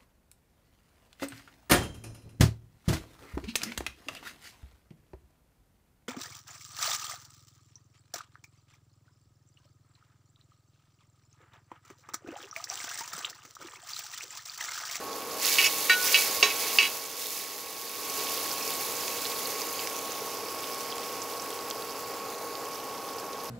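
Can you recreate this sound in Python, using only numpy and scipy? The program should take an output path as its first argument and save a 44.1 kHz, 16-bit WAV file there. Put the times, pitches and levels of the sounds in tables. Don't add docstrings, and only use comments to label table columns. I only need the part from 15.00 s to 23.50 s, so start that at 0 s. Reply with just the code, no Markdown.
import sys
import numpy as np
from scipy import signal
from scipy.fft import rfft, irfft, next_fast_len
from scipy.io import wavfile
from scipy.ndimage import uniform_filter1d, minimum_filter1d, map_coordinates

SR = 44100
rng = np.random.default_rng(int(sys.argv[2]) if len(sys.argv) > 2 else 0)


def master_out(mix):
    frames = np.transpose(np.atleast_2d(mix))
    ceiling = np.clip(frames, -1, 1)
    pcm = np.round(ceiling * 32767).astype(np.int16)
    wavfile.write(sys.argv[1], SR, pcm)


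N = 374850
TIME = np.arange(N) / SR
CUTOFF_HZ = 15680

# f/Hz, relative level/dB
FAN_AIR_COLOUR = [(25, -35), (45, -23), (65, -16.5), (100, -8.5), (150, -9.5), (200, -5.5), (360, -1.5),
                  (425, 7), (490, 4), (600, 0.5), (1150, 0), (1500, -7), (2500, -21), (6000, -50)]
# multiple of the turning rate, relative level/dB
FAN_TONES = [(7, -15.5), (8, -16.5), (12, -8), (14, -19.5), (16, -17), (20, -14), (21, -13), (28, -2.5)]
FAN_TURNS_HZ, FAN_DB = 39.37, -41

# t/s, spoon level/dB, pan level/dB, place (0 middle to 1 rim), clack level/dB,
# drag level/dB, drag length/s, drag fading time/s
SPOON_STROKES = [(0.585, -17.5, -25, 0.39, -15, -27.5, 0.1, 0.27),
                 (0.896, -27, -16, 0.95, -13, -30.5, 0.05, .15),
                 (1.1438, -16, -28, 0.65, -9, -29, 0.075, 0.076),
                 (1.4272, -24, -15, 0, -7.5, -32.5, 0.11, .08),
                 (1.7862, -13.5, -21.5, 0.23, -0.5, -22.5, 0.1, 0.061)]
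# f/Hz, relative level/dB, time to fade by 60 dB/s
SPOON_TONES = [(2284, -2, .14), (2430, -11, .07), (2579, 0, .14), (2695, -3, .11), (2869, -2, .13),
               (3012, -12, .1), (3277, -10, .12), (3931, -11, .13), (4510, -11, .1), (4670, -12, .08),
               (5300, -17, .09), (5620, -17, .09), (6700, -17, .09)]
# f/Hz, relative level/dB, time to fade by 60 dB/s
CLACK_TONES = [(2740, 0, .022), (3350, -12, .012), (4600, -8, .022), (6400, -19, .012)]
# f/Hz, relative level when struck in the middle/dB, the same at the rim/dB,
# time to fade by 60 dB/s
PAN_TONES = [(415, -9, -22, .16), (560, -18, -30, .08), (730, -16, -28, .1), (1104, -7, -12, .17),
             (1472, -25, -2, .5), (1852, -11, 2, .14), (2305, -6, -2, .15), (2780, -3, -7, .09),
             (3350, -12, -13, .1), (3610, -13, -20, .1), (3935, -6, -6, .15), (4640, -11, -11, .11),
             (5523, -6, -19, .13), (6467, -7, -19, .12), (7740, -22, -22, .12)]
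SQUEAK_AT_S, SQUEAK_S, SQUEAK_DB, SQUEAK_ABOVE_HZ = 0.633, 0.048, -29.5, 4950

# t/s, level/dB, f/Hz, half width/octaves
LOUD_SPITS = [(.13, -28, 4400, 0.4), (3.27, -23, 3600, 0.47), (3.493, -20, 5000, 1.3),
              (3.514, -22, 5200, .15), (3.625, -19.5, 5150, 0.15), (3.706, -15, 7000, 1.7),
              (4.08, -20, 4200, .9), (4.254, -21, 3300, .6), (4.4563, -23.5, 4300, 0.16),
              (4.4735, -21, 12000, .6), (4.618, -23, 5040, .3), (4.873, -20, 3000, 1.2),
              (5.1204, -27, 6600, 0.28), (5.924, -28, 2960, .27), (5.9814, -26, 5140, 0.79),
              (6.218, -25, 6200, 0.19), (6.422, -24, 6740, .11), (6.702, -18, 9000, 1.4),
              (6.71, -21, 4200, 0.41), (7.553, -29, 3600, 0.56)]
SPRAY_S, HALVING_OCTAVES = 0.0035, 0.91
SMALL_SPIT_OVER_DB, SMALL_SPIT_SPREAD_DB = 13.5, 2.5
SMALL_SPIT_LOW_HZ, SMALL_SPIT_HIGH_HZ = 2900, 8200
SMALL_SPIT_NARROW, SMALL_SPIT_WIDE = 0.12, 1.04

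# t/s, fizz level before flares/dB
SIMMER = [(0, -44.5), (.355, -40.5), (.445, -31), (2.7, -33), (4.1, -34.5), (5.4, -40.5), (8.5, -46.5)]
# t/s, length of the push/s, rise in fizz
# level/dB, rise in bubbling and murmur level/dB
FLARES = [(.40, 0.23, 4, 6), (1.0, 0.24, 5.5, 6.5), (1.58, 0.13, 2, 3), (2.16, 0.25, 5.5, 1.5)]
FLARE_ATTACK_S, FLARE_RELEASE_S = 0.047, 0.073
USUAL_FIZZ_DB = -33.5
BUBBLING_DB, BUBBLING_FOLLOWS = -40, 0.66
MURMUR_DB, MURMUR_FOLLOWS = -47, 0.82
# f/Hz, relative level/dB, time to fade by 60 dB/s
MURMUR_TONES = [(2286, 2.5, 0.03), (2545, 5, 0.016), (2710, -3, 0.024)]
# f/Hz, relative level/dB
BUBBLING_COLOUR = [(60, -30), (900, -4), (1700, -2), (2050, -0.5), (2400, -3), (3300, -2.5), (4000, -1.5),
                   (4700, 1.2), (5900, -3), (6900, -2.5), (8300, -14), (12000, -22)]
# f/Hz, relative level/dB
FIZZ_COLOUR = [(60, -31), (1500, -23), (3500, -4), (6500, -2), (8600, -6), (10500, -2), (12300, -1.5),
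               (14200, -3), (15700, -2.2)]

# t/s, extra time on the way/ms
MIRROR_DELAY = [(4.75, 0.45), (5.0, 0.29), (5.4, 0.37), (6.7, .37), (7.15, 0.39), (7.42, 0.486),
                (7.7, 0.36), (8.2, .35)]
MIRROR_FROM_S, MIRROR_FADE_S, MIRROR_SHARE = 4.3, 0.5, 0.19
DIP_AT_S, DIP_FALL_S, DIP_HOLD_S, DIP_RETURN_S, DIP_DB = 1.785, 0.29, 0.79, 0.32, -7
# f/Hz, left minus right level/dB
MICROPHONE_BALANCE = [(2050, 0), (3400, -3.5), (4700, -8.5), (5800, -10), (7300, -5.5), (8400, 0.5),
                      (9800, 3.5), (12200, 3), (13500, 0.5)]


def from_db(db):
    return 10 ** (np.asarray(db) / 20)


def rms_one(x):
    return x / np.sqrt(np.mean(x ** 2) + 1e-20)


def in_time(rows):
    t, *columns = np.transpose(rows)
    return [np.interp(TIME, t, column) for column in columns]


def ramp(start_s, length_s):
    return np.clip((TIME - start_s) / length_s, 0, 1)


def filtered(x, kind, edges_hz):
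    return signal.sosfilt(signal.butter(2, edges_hz, kind, fs=SR, output="sos"), x)


def colour(x, points):
    hz, db = np.transpose(points)
    size = next_fast_len(N + SR // 10)
    bins_hz = np.maximum(np.fft.rfftfreq(size, 1 / SR), 1)
    gain = from_db(np.interp(np.log(bins_hz), np.log(hz), db))
    return irfft(rfft(x, size) * gain, size)[:N]


def drift(rate):
    step = 40
    r = np.exp(-2 * np.pi * rate * step / SR)
    noise = rng.standard_normal(N // step + 2002)
    slow = signal.lfilter([1], [1, -2 * r, r * r], noise)[2000:]
    return np.interp(np.arange(N) / step, np.arange(len(slow)), rms_one(slow))


def ring(clicks, hz, t60):
    r = np.exp(-np.log(1000) / (t60 * SR))
    w = 2 * np.pi * min(hz, SR / 2) / SR
    return signal.lfilter([1, -1], [1, -2 * r * np.cos(w), r * r], clicks + 1e-18)


def bursts(per_s, spread_db, largest):
    sizes = from_db(spread_db * np.minimum(rng.exponential(1, N), largest))
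    signs = rng.choice([-1, 1], N)
    return sizes * signs * (rng.random(N) < per_s / SR)


def fan(level_db, speed_wander=0.000884, waver_db=0.5):
    turns = np.cumsum(FAN_TURNS_HZ * (1 + speed_wander * drift(1.54))) / SR
    tones = np.zeros(N)
    for multiple, db in FAN_TONES:
        phase = 2 * np.pi * (round(multiple) * turns + rng.random())
        tones += from_db(db + waver_db * drift(7.5)) * np.sin(phase)
    air = rms_one(colour(rng.standard_normal(N), FAN_AIR_COLOUR))
    return from_db(level_db) * (air + np.sqrt(2) * from_db(-1) * tones)


def kitchen(x, t60=0.13, early_s=0.0032):
    age = TIME[:SR // 2]
    fade = np.exp(-np.log(1000) * age / t60)
    tail = rng.standard_normal(len(age)) * fade * (age > early_s)
    return signal.fftconvolve(x, tail / np.sqrt(np.sum(tail ** 2)))[:N]


def squeak():
    slips = rng.standard_normal(N) * np.sin(np.pi * ramp(SQUEAK_AT_S, SQUEAK_S)) ** 2
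    sound = sum(from_db(db) * ring(slips, hz, t60 / 2)
                for hz, db, t60 in SPOON_TONES if hz > SQUEAK_ABOVE_HZ)
    return from_db(SQUEAK_DB) * sound / np.sqrt(np.sum(sound ** 2) / (SQUEAK_S * SR))


def spoon_on_pan(slips_per_s=600, pressed_damping=2.45, thud_db=-7, thud_s=0.059, travel_s=0.004):
    out, age = np.zeros(N), TIME[:SR]
    landing = (age == 0) * 1.0
    for t, spoon_db, pan_db, place, clack_db, drag_db, drag_s, drag_fade_s in SPOON_STROKES:
        slips = rng.choice([-1, 1], len(age)) * (rng.random(len(age)) < slips_per_s / SR)
        push = np.sqrt(np.sin(np.pi * np.minimum(age / drag_s, 1)))
        drag = from_db(drag_db) * slips * np.exp(-age / drag_fade_s) * push
        sound = np.zeros(len(age))
        for hz, db, t60 in SPOON_TONES:
            knock = from_db(spoon_db) * ring(landing, hz, t60)
            scrape = ring(drag, hz, t60 / pressed_damping)
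            sound += from_db(db) * (knock + scrape)
        for hz, db, t60 in CLACK_TONES:
            sound += from_db(clack_db + db) * ring(landing, hz, t60)
        sound *= 1 - np.exp(-age / 0.0004)
        for hz, middle_db, rim_db, t60 in PAN_TONES:
            arrival = np.roll(landing, int(rng.random() * travel_s * SR))
            tone_db = middle_db + place * (rim_db - middle_db)
            sound += from_db(pan_db + tone_db) * ring(arrival, hz, t60)
        thud = rng.standard_normal(len(age)) * np.exp(-age / thud_s) * (1 - 0.6 * place)
        sound += from_db(pan_db + thud_db) * filtered(thud, "band", [350, 4200])
        at = round(t * SR)
        out[at:at + len(age)] += sound
    return filtered(out, "high", 250)


def small_spits(bubbling_db, count=120):
    when, size, pitch, width = rng.random((count, 4)).T
    at = (when * N).astype(int)
    level_db = bubbling_db[at] + SMALL_SPIT_OVER_DB + SMALL_SPIT_SPREAD_DB * (2 * size - 1)
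    hz = SMALL_SPIT_LOW_HZ * (SMALL_SPIT_HIGH_HZ / SMALL_SPIT_LOW_HZ) ** pitch
    octaves = SMALL_SPIT_NARROW * (SMALL_SPIT_WIDE / SMALL_SPIT_NARROW) ** width
    return list(zip(TIME[at], level_db, hz, octaves))


def spits(rows, spray_db=-6, snap_db=-1):
    out, age = np.zeros(N), TIME[:SR // 20]
    for t, level_db, hz, octaves in rows:
        spray_s = SPRAY_S / 2 ** (octaves / HALVING_OCTAVES)
        edges_hz = [hz / 2 ** octaves, min(hz * 2 ** octaves, CUTOFF_HZ)]
        snap = filtered((age == 0) * 1.0, "band", edges_hz)
        spray = filtered(rng.standard_normal(len(age)), "band", edges_hz)
        puff = from_db(snap_db) * snap / np.abs(snap).max()
        puff += from_db(spray_db) * rms_one(spray) * np.exp(-age / spray_s)
        at = round(t * SR)
        out[at:at + len(age)] += (from_db(level_db) * puff)[:N - at]
    return out


def frying_levels():
    fizz_db, = in_time(SIMMER)
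    swing_db = fizz_db - USUAL_FIZZ_DB
    coarse_db = 0
    for t, push_s, fizz_rise_db, coarse_rise_db in FLARES:
        release = np.exp(-np.maximum(TIME - t - push_s, 0) / FLARE_RELEASE_S)
        flare = ramp(t, FLARE_ATTACK_S) * release
        fizz_db = fizz_db + fizz_rise_db * flare
        coarse_db = coarse_db + coarse_rise_db * flare
    bubbling_db = BUBBLING_DB + BUBBLING_FOLLOWS * swing_db + coarse_db
    murmur_db = MURMUR_DB + MURMUR_FOLLOWS * swing_db + coarse_db
    return fizz_db, bubbling_db, murmur_db


def ringing_murmur(level_db):
    taps = bursts(per_s=3000, spread_db=2.5, largest=8.5)
    rings = sum(from_db(db) * ring(taps, hz, t60) for hz, db, t60 in MURMUR_TONES)
    return from_db(level_db) * rms_one(filtered(rings, "band", [1900, 3300]))


def bubbling(level_db, cycles=25, wash_share=1.45, flutter_db=0.8):
    pops = bursts(per_s=1200, spread_db=2.5, largest=5.0)
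    pitches_hz = np.geomspace(1700, 8000, num=28)
    dealt = rng.integers(0, len(pitches_hz), N)
    rings = sum(ring(pops * (dealt == k), hz, cycles / hz) * hz for k, hz in enumerate(pitches_hz))
    froth = rms_one(rings) + wash_share * rng.standard_normal(N)
    return from_db(level_db + flutter_db * drift(8.1)) * rms_one(colour(froth, BUBBLING_COLOUR))


def fizz(level_db, hiss_share=0.76, crack_share=0.28, flutter_db=1.0):
    snaps = rms_one(bursts(per_s=7000, spread_db=3.0, largest=7.4))
    snaps += hiss_share * rng.standard_normal(N)
    snaps += crack_share * rms_one(bursts(per_s=80, spread_db=3.5, largest=3))
    return from_db(level_db + flutter_db * drift(18)) * rms_one(colour(snaps, FIZZ_COLOUR))


def mirrored(x):
    delay_ms, = in_time(MIRROR_DELAY)
    late = map_coordinates(x, [(TIME - delay_ms / 1000) * SR], order=3)
    return x + MIRROR_SHARE * ramp(MIRROR_FROM_S, MIRROR_FADE_S) * late


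def dip():
    fall = ramp(DIP_AT_S, DIP_FALL_S)
    rise = ramp(DIP_AT_S + DIP_FALL_S + DIP_HOLD_S, DIP_RETURN_S)
    return from_db(DIP_DB * (fall - rise))


def scene():
    fizz_db, bubbling_db, murmur_db = frying_levels()
    knocks = spoon_on_pan() + squeak() + spits(list(LOUD_SPITS) + small_spits(bubbling_db))
    echo = from_db(-16.5) * kitchen(knocks)
    frying = fizz(fizz_db) + bubbling(bubbling_db) + ringing_murmur(murmur_db)
    sound = dip() * (fan(FAN_DB) + echo + knocks + mirrored(frying))
    left_colour = [(hz, 20 * np.log10(2 / (1 + from_db(-db)))) for hz, db in MICROPHONE_BALANCE]
    left = colour(sound, left_colour)
    return np.array([left, 2 * sound - left])


def limiter(x, ceiling=0.94, release_db_per_s=90):
    over_db = 20 * np.log10(np.maximum(np.abs(x).max(axis=0) / ceiling, 1))
    recovery_db = release_db_per_s * TIME
    held_db = np.maximum.accumulate(over_db + recovery_db) - recovery_db
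    return x * uniform_filter1d(minimum_filter1d(from_db(-held_db), size=301), size=301)


def record(dry):
    top_cut = signal.ellip(12, 0.1, 90, CUTOFF_HZ, fs=SR, output="sos")
    return signal.sosfilt(top_cut, limiter(dry))


dry = scene()
out = record(dry)
master_out(out)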